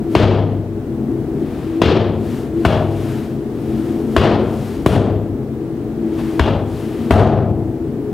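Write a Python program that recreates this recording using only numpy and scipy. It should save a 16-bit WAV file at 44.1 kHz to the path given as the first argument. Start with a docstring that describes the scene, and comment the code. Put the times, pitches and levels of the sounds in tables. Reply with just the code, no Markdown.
"""Inside a lift car travelling along its shaft. The drive forces the panels into a rumble and hum
under a wavering drone, and the guide shoes hiss along the rails in swells of sliding friction.
Seven hard knocks strike the frame, excite the modes of cabin and metalwork, and reverberate away
down the shaft. A pair of microphones hears it through a gain control that ducks after each blow."""
import sys
import numpy as np
from scipy import signal
from scipy.fft import rfft, irfft, next_fast_len
from scipy.io import wavfile

SR = 44100
rng = np.random.default_rng(int(sys.argv[2]) if len(sys.argv) > 2 else 0)


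def output_pcm(signal):
    """Save a mono or channel-first signal as 16-bit PCM at the path in sys.argv[1].

    Samples are clipped to [-1, 1] before scaling.
    """
    pcm = np.clip(np.atleast_2d(signal).T, -1, 1) * 32767
    wavfile.write(sys.argv[1], SR, np.round(pcm).astype(np.int16))


N = 358533
TIME = np.arange(N) / SR


def amp(db):
    """Amplitude grows tenfold for every 20 dB."""
    return 10 ** (np.asarray(db) / 20)


def unit_rms(x):
    """Normalisation to an rms of 1."""
    return x / np.sqrt(np.mean(x ** 2) + 1e-20)


def read(points, hz):
    """Interpolation of (Hz, value) rows on a log-frequency axis."""
    f, value = np.transpose(points)
    return np.interp(np.log(hz + 1), np.log(f + 1), value)


def curve(rows):
    """Linear interpolation of (seconds, value) rows."""
    return np.interp(TIME, *np.transpose(rows))


def wander(rate_hz):
    """Random modulation of rms 1."""
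    knots = rng.standard_normal(size=4000)
    return unit_rms(np.interp(TIME * rate_hz, np.arange(len(knots)), knots))


def add(mix, start_s, sound):
    """Superposition: a sound sums into the mix from start_s on."""
    part = mix[:, max(round(start_s * SR), 0):][:, :sound.shape[-1]]
    part += sound[..., :part.shape[-1]]


def broad(points):
    """A continuous spectrum: gain against frequency, from (Hz, dB) rows."""
    return lambda hz: amp(read(points, hz))


def peaks(rows, width_hz):
    """A resonant spectrum: narrow peaks at (Hz, dB), summed in power."""
    return lambda hz: np.sqrt(sum((amp(db) / (1 + (2 * (hz - f) / width_hz) ** 2)) ** 2 for f, db in rows))


# Likeness of left and right. Each row: frequency in Hz, correlation from 0 to 1.
COHERENCE = [(100, .995), (1000, .998), (3000, .997), (6000, .98), (12000, .99)]

def noise(colour, size=N, coherence=COHERENCE):
    """Partial coherence: shared and opposed noise make a stereo pair of rms 1, shaped by colour(Hz)."""
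    length = next_fast_len(size)
    hz = np.fft.rfftfreq(length, 1 / SR)
    shared, apart = rfft(rng.standard_normal((2, length)))
    same = np.clip(read(coherence, hz), 0, 1)
    pair = shared * np.sqrt(1 + same) + np.array([[1], [-1]]) * apart * np.sqrt(1 - same)
    return unit_rms(irfft(pair * colour(hz), length)[:, :size])


# Faint steady hiss. Each row: frequency in Hz, relative spectral density in dB.
FLOOR_SPECTRUM = [(50, 6.5), (200, 8.5), (640, -4.5), (1400, -6), (3100, -15.5), (7000, -22.5), (9000, -27),
                  (12000, -47.5)]

def noise_floor(level_db=-42.0):
    """Incoherent noise: each microphone has a hiss of its own."""
    return amp(level_db) * noise(broad(FLOOR_SPECTRUM), coherence=[(0, 0)])


# Thin electronic whine. Each row: frequency in Hz, relative level in dB.
WHINE_TONES = [(14357, -79.5), (15612, -81)]

def whine(level_db=3):
    """Pure tones: the electronics oscillate faintly at fixed frequencies."""
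    return sum(amp(level_db + db) * np.sin(2 * np.pi * hz * TIME) for hz, db in WHINE_TONES)


# Load on the drive. Each row: time in seconds, relative level in dB.
DRIVE_LOAD = [(0, 1), (.7, -6), (1.0, 3), (1.4, 4.5), (1.65, -3.5), (2.4, 0), (3.15, 2.5), (3.42, -1.5),
              (4.12, 5), (4.68, 0.5), (5.35, 2.5), (5.75, -2), (6.2, 0), (6.75, 0.5), (7.05, 3.5),
              (7.6, 3.5), (8.1, 2.5)]
# The car's rumble. Each row: frequency in Hz, relative spectral density in dB.
RUMBLE_SPECTRUM = [(20, -46), (40, -10), (55, -5.5), (120, -2.5), (180, -6.5), (300, 0), (400, -4.5),
                   (500, -14), (700, -17.5), (1000, -27.5), (2000, -40), (4000, -68), (8000, -52),
                   (16000, -50.5)]
# Resonances of the running car. Each row: frequency in Hz, relative level in dB.
HUM_RESONANCES = [(57, -63), (81, -101), (100, -55), (116, -46), (132, -34), (159, -41), (180, -50),
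                  (221, -31.5), (240, -35), (256, -39.5), (277, -37.5), (331, -35), (358, -38), (398, -41),
                  (417, -36.5), (458, -46), (476, -45.5), (519, -66), (719, -56)]

def drive(rumble_db=-26, hum_db=-26.0, rumble_follows=0.27):
    """Forced vibration: the machinery shakes the car, which rumbles and hums more under load."""
    load_db = curve(DRIVE_LOAD)
    rumble = amp(rumble_db + rumble_follows * load_db) * noise(broad(RUMBLE_SPECTRUM))
    hum = amp(hum_db + load_db) * noise(peaks(HUM_RESONANCES, width_hz=6.6))
    return rumble + hum


# The drive strains, mostly near a knock. Each row: start in seconds, length in seconds, level in dB.
DRIVE_STRAINS = [(0.044, 0.15, -20), (1.656, 0.24, -17), (2.498, 0.21, -19), (3.675, 0.18, -19),
                 (4.78, 0.059, -21), (5.96, 0.45, -17.5), (7.777, .17, -19)]

def drone(level_db=-29, follows=1.07, pitch_hz=330, waver_hz=5.46, flutter_db=2.5):
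    """Amplitude and frequency modulation: the drive's wavering tone swells with load and each strain."""
    level = amp(level_db + follows * curve(DRIVE_LOAD))
    for start, length, db in DRIVE_STRAINS:
        arch = np.sin(np.pi * np.clip((TIME - start) / length, 0, 1))
        level = np.hypot(level, amp(db) * np.sqrt(abs(arch)))
    phase = 2 * np.pi * np.cumsum(pitch_hz + waver_hz * wander(rate_hz=40)) / SR
    return level * amp(flutter_db * wander(rate_hz=30)) * np.sin(phase)


# The shoes' rub and fine hiss. Each row: frequency in Hz, relative spectral density in dB.
RUB_SPECTRUM = [(200, -2), (600, 6.5), (1200, 1.5), (2200, -4.5), (3200, -6.5), (5000, -16.5), (9000, -44),
                (16000, -40)]
HISS_SPECTRUM = [(1000, -18), (3000, 2.5), (6000, 0), (11000, -1.5), (14000, -4), (16000, -12)]
# Tight stretches of rail. Each row: middle and half-height width in seconds, rub and hiss levels in dB.
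TIGHT_STRETCHES = [(0.144, 0.076, -43.5, -51.5), (1.637, 0.41, -44, -57), (2.342, 0.22, -39.5, -48),
                   (2.713, .24, -39.5, -50.5), (3.087, 0.37, -38.5, -47.5), (3.85, 0.53, -44.5, -53),
                   (4.16, .12, -45, -51.5), (4.64, 0.37, -40, -48), (6.2, .035, -36, -51),
                   (6.297, 0.32, -40.5, -51), (6.787, 0.22, -42.5, -50), (7.0, 0.4, -41.5, -52)]

def guide_shoes(rub_db=-53, hiss_db=-68, swish_db=1.5, grain_db=0.3):
    """Sliding friction: the shoes rub with a slightly uneven grip and swish where the rail is tight."""
    rub_power, hiss_power = amp(rub_db) ** 2, amp(hiss_db) ** 2
    for middle, width, tight_rub_db, tight_hiss_db in TIGHT_STRETCHES:
        press = amp(swish_db) * .5 ** ((2 * (TIME - middle) / width) ** 2)
        rub_power += (amp(tight_rub_db) * press) ** 2
        hiss_power += (amp(tight_hiss_db) * press) ** 2
    grip = amp(grain_db * wander(rate_hz=54))
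    rub = np.sqrt(rub_power) * noise(broad(RUB_SPECTRUM))
    hiss = np.sqrt(hiss_power) * noise(broad(HISS_SPECTRUM))
    return grip * (rub + hiss)


# Tiny squeaks of the shoes. Each row: start in seconds, length in seconds, level in dB.
SHOE_SQUEAKS = [(2.17, 0.076, -61), (4.802, .07, -61), (5.07, 0.19, -58), (7.24, 0.076, -61)]

def squeaks(pitch_hz=14640, octave_below_db=-9):
    """Stick-slip oscillation: a shoe briefly gives a very high, slightly unsteady tone."""
    out = np.zeros((2, N))
    for start, length, db in SHOE_SQUEAKS:
        size = int(length * SR)
        phase = 2 * np.pi * np.cumsum(pitch_hz * (1 + .001 * wander(rate_hz=60)[:size])) / SR
        tone = np.sin(phase) + amp(octave_below_db) * np.sin(phase / 2)
        add(out, start, amp(db) * signal.windows.tukey(size, .5) * tone)
    return out


# Colour of the shaft's echo. Each row: frequency in Hz, relative spectral density in dB.
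SHAFT_SPECTRUM = [(25, -44), (60, -6), (130, -2), (250, -4), (400, 1), (520, -4), (720, -6), (900, -9.5),
                  (1300, -12.5), (2200, -20.5), (3200, -19.5), (4500, -27), (7000, -40), (15000, -56.5)]
# Its decay. Each row: frequency in Hz, T60 in seconds before stretching, share present at once.
SHAFT_REVERB = [(80.6, 1.85, 1), (306, 1.22, 0.32), (710, 0.96, 0.13), (1490, 0.72, 0.31),
                (3180, 0.64, 0.22), (7040, 0.54, 0.36), (14000, 0.41, 0.74)]

def shaft_echo(t, tint, stretch, swell_s=0.12, chatter_db=1.0, return_s=0.09, return_db=2.0):
    """Reverberation: a dense tail builds in the shaft, rebounds, then loses its treble first."""
    hz, frame_s, spectra = signal.stft(noise(broad(SHAFT_SPECTRUM), len(t)), SR, nperseg=512)
    t60, early = (read(np.array(SHAFT_REVERB)[:, [0, k]], hz)[:, None] for k in (1, 2))
    build = early + (1 - early) * (1 - np.exp(-(frame_s / swell_s) ** 2))
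    decay = amp(read(tint, hz)[:, None] - 60 * frame_s / (stretch * t60))
    tail = signal.istft(spectra * build * decay, SR, nperseg=512)[1][:, :len(t)]
    rebound_db = return_db * np.exp(-((t - return_s) / 0.019) ** 2)  # back from the far end of the shaft
    reflections_db = chatter_db * wander(rate_hz=150)[:len(t)]  # single reflections stand out
    return tail * amp(rebound_db + reflections_db) * (1 - np.exp(-t / 0.00046))


# Bright ringing of the metal fittings. Each row: frequency in Hz, relative level in dB.
FITTING_MODES = [(2210, 7), (2794, 9.5), (2978, 2), (3330, 8.5), (3560, 0), (4007, 2)]

def fittings(t, t60=0.58, low_hz=2400, high_hz=3650, loose_db=3):
    """Shock-excited resonance: small metal parts jangle, the loose ones at new pitches each time."""
    loose = [(hz, loose_db) for hz in rng.uniform(low_hz, high_hz, size=16)]
    ring = noise(peaks(FITTING_MODES + loose, width_hz=40), len(t))
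    return ring * amp(-60 * t / t60) * (1 - np.exp(-t / 0.0018))


# A steel panel's modes. Each row: multiple of its pitch, relative level in dB, T60 in seconds.
PANEL_MODES = [(0.898, -1.5, 0.93), (.96, -2.5, 0.83), (1, -6.5, 1), (1.035, -7, 0.88),
               (1.168, -10.5, 0.94), (1.828, -5.5, 0.23)]

def panel(t, pitch_hz, rise_s=0.046):
    """Beating: a loose steel panel takes up the shock, and its close modes interfere."""
    ring = sum(amp(db - 60 * t / t60) * np.sin(2 * np.pi * (ratio * pitch_hz * t + rng.random()))
               for ratio, db, t60 in PANEL_MODES)
    return ring * (1 - np.exp(-t / rise_s))


# Modes of the cabin and its walls. Each row: frequency in Hz, relative level in dB.
CABIN_MODES = [(81, -11), (102, 4.5), (145, -7), (221, 2), (248, -14), (382, -5.5), (452, -3), (544, -3),
               (624, -3), (684, -6), (716, -14), (818, -10), (947, -14)]

def cabin_boom(t, favoured_hz, favour_db=5, t60_at_100hz=1.314, damping_slope=0.3, rise_s=0.078):
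    """Normal modes: the cabin's ringing builds and dies, higher modes sooner; each blow favours some."""
    ring = 0
    for hz, db in CABIN_MODES:
        level_db = db + favour_db * np.exp(-(np.log(hz / favoured_hz) / 0.099) ** 2)
        t60 = t60_at_100hz * (100 / hz) ** damping_slope
        phase = 2 * np.pi * (hz * rng.uniform(.99, 1.01) * t + rng.random())
        ring += amp(level_db - 60 * t / t60) * np.sin(phase)
    return ring * (1 - np.exp(-t / rise_s))


def thump(t, hz=74, peak_s=0.013, delay_s=0.0042):
    """Damped oscillation: the whole car is shoved through a few slow cycles just behind the blow."""
    late = np.maximum(t - delay_s, 0)
    return -np.sin(2 * np.pi * hz * late) * late / peak_s * np.exp(1 - late / peak_s)


def snap(t, delay_s=.0026, width_s=0.00013):
    """A short pulse has a wide spectrum: the metal bottoms out brightly just after first touch."""
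    age = np.maximum(t - delay_s, 0) / width_s
    return age * (2 - age) * np.exp(-age)


# Modes of the frame. Each row: nominal frequency in Hz, relative level in dB, T60 in seconds.
FRAME_MODES = [(291, -3, 0.038), (401, -5.5, 0.046), (654, -2.5, 0.027), (1032, -0.5, 0.0084),
               (1665, -14.5, 0.014), (2650, -14, 0.013), (3530, -23, 0.011)]

def blow(t, tint, rise_s=0.002, crack_db=-11, crack_t60=0.037, tint_share=0.82):
    """Impact: metal meets metal with a crack, and where it lands weights the frame's damped modes."""
    modes = 0
    for k, (hz, db, t60) in enumerate(FRAME_MODES):
        decay = amp(db + tint_share * read(tint, hz) - 60 * t / t60)
        modes += (-1) ** k * decay * np.sin(2 * np.pi * hz * rng.uniform(0.95, 1.03) * t)
    crack_colour = broad([(200, -83), (900, 16.0), (2200, 8.5), (4000, -7.5), (7000, -37.0), (15000, -44)])
    crack = amp(crack_db - 60 * t / crack_t60) * noise(crack_colour, len(t))
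    return (modes + crack) * (1 - np.exp(-t / rise_s))


# Knocks on the frame. Each row: start in seconds; offsets in dB for blow, thump, boom, body, clang,
# rattle and sizzle; panel pitch in Hz; panel offset in dB; the cabin's favoured frequency in Hz.
FRAME_KNOCKS = [(.151, 2, -4, 1.5, 2.5, 1.5, 4.5, 2, 682, 2, 102),
                (1.817, 0, -10, -1, 2, 1, 6, 0, 385, 7.5, 207),
                (2.6501, 2.5, -4.5, -1, -4, 2, 1, 4, 690, 0.5, 150),
                (4.164, 0, -3, -2, 2.5, 3.5, 4, 3.5, 373, 3.5, 220),
                (4.861, 2, -4, 1, 1.5, -1, -1.5, 11, 706.6, -0.5, 312),
                (6.394, -5, 1, -3, -4, 0, 0, -.5, 895, -11, 80),
                (7.1075, 1, 3, 6.5, 4.5, 5, -.5, 6.5, 722, 10.5, 78)]

def knocks(blow_db=3, snap_db=2.0, thump_db=-4, cabin_db=-10.5, panel_db=-13.5, fittings_db=-27.0,
           echo_db=-1):
    """Impulse response: each knock jolts the frame, rings cabin and metal, and echoes down the shaft."""
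    out = np.zeros((2, N))
    t = np.arange(SR * 3 // 2) / SR
    for (start, force_db, shove_db, boom_db, body_db, clang_db, rattle_db, sizzle_db,
         pitch_hz, ring_db, cabin_hz) in FRAME_KNOCKS:
        tint = [(130, boom_db), (230, body_db), (450, body_db), (700, clang_db), (1400, clang_db),
                (3000, rattle_db), (5000, rattle_db), (9000, sizzle_db)]
        stretch = 0.75 + 0.0366 * body_db  # a knock with more body echoes longer
        add(out, start, amp(blow_db + force_db) * blow(t, tint))
        add(out, start, amp(snap_db) * snap(t))
        add(out, start, amp(thump_db + shove_db) * thump(t))
        add(out, start, amp(cabin_db + boom_db) * cabin_boom(t, cabin_hz))
        add(out, start, amp(panel_db + ring_db) * panel(t, pitch_hz))
        add(out, start, amp(fittings_db + rattle_db) * fittings(t))
        add(out, start, amp(echo_db) * shaft_echo(t, tint, stretch))
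    return out


# Left-right balance of the sound. Each row: frequency in Hz, left minus right level in dB.
STEREO_BALANCE = [(60, 5), (300, 3.5), (1200, 4), (2800, 5), (5000, 5.5), (8000, 0), (15000, -.4)]

def scene():
    """Superposition: the lift's sounds sum, louder on the left, with the top treble centred."""
    lift = drive() + drone() + guide_shoes() + squeaks() + knocks() + whine()
    size = next_fast_len(N + 4096)
    balance_db = read(STEREO_BALANCE, np.fft.rfftfreq(size, 1 / SR)) * np.array([[.5], [-.5]])
    return irfft(rfft(lift, size) * amp(balance_db), size)[:, :N] + noise_floor()


def overshoot(power_db, threshold_db, recover_db_per_s):
    """Peak detection: the excess over a threshold, forgotten at a steady rate."""
    fall = TIME * recover_db_per_s
    return np.maximum(np.maximum.accumulate(power_db + fall) - fall - threshold_db, 0)


def record(dry, low_cut_hz=34, high_cut_hz=15900, attack_s=0.0019, quick_share=0.45, slow_share=0.23,
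           makeup_db=1.0):
    """Compression: after a low cut, quick and slow gain controls duck; peaks clip; the top is cut."""
    dry = signal.sosfilt(signal.butter(3, low_cut_hz, "high", fs=SR, output="sos"), dry)
    left_power = signal.lfilter([1 / 200], [1, 1 / 200 - 1], dry[0] ** 2)  # 200-sample running mean
    power_db = 10 * np.log10(left_power + 1e-12)
    duck_db = (quick_share * overshoot(power_db, threshold_db=-12, recover_db_per_s=97)
               + slow_share * overshoot(power_db, threshold_db=-13, recover_db_per_s=11))
    lag = np.exp(-1 / (attack_s * SR))
    ducked = dry * amp(makeup_db - signal.lfilter([1 - lag], [1, -lag], duck_db))
    low_pass = signal.firwin(511, high_cut_hz, window=("kaiser", 9), fs=SR)
    return signal.oaconvolve(np.clip(ducked, -1, 1), low_pass[None], "same", axes=1)


dry = scene()
out = record(dry)
output_pcm(out)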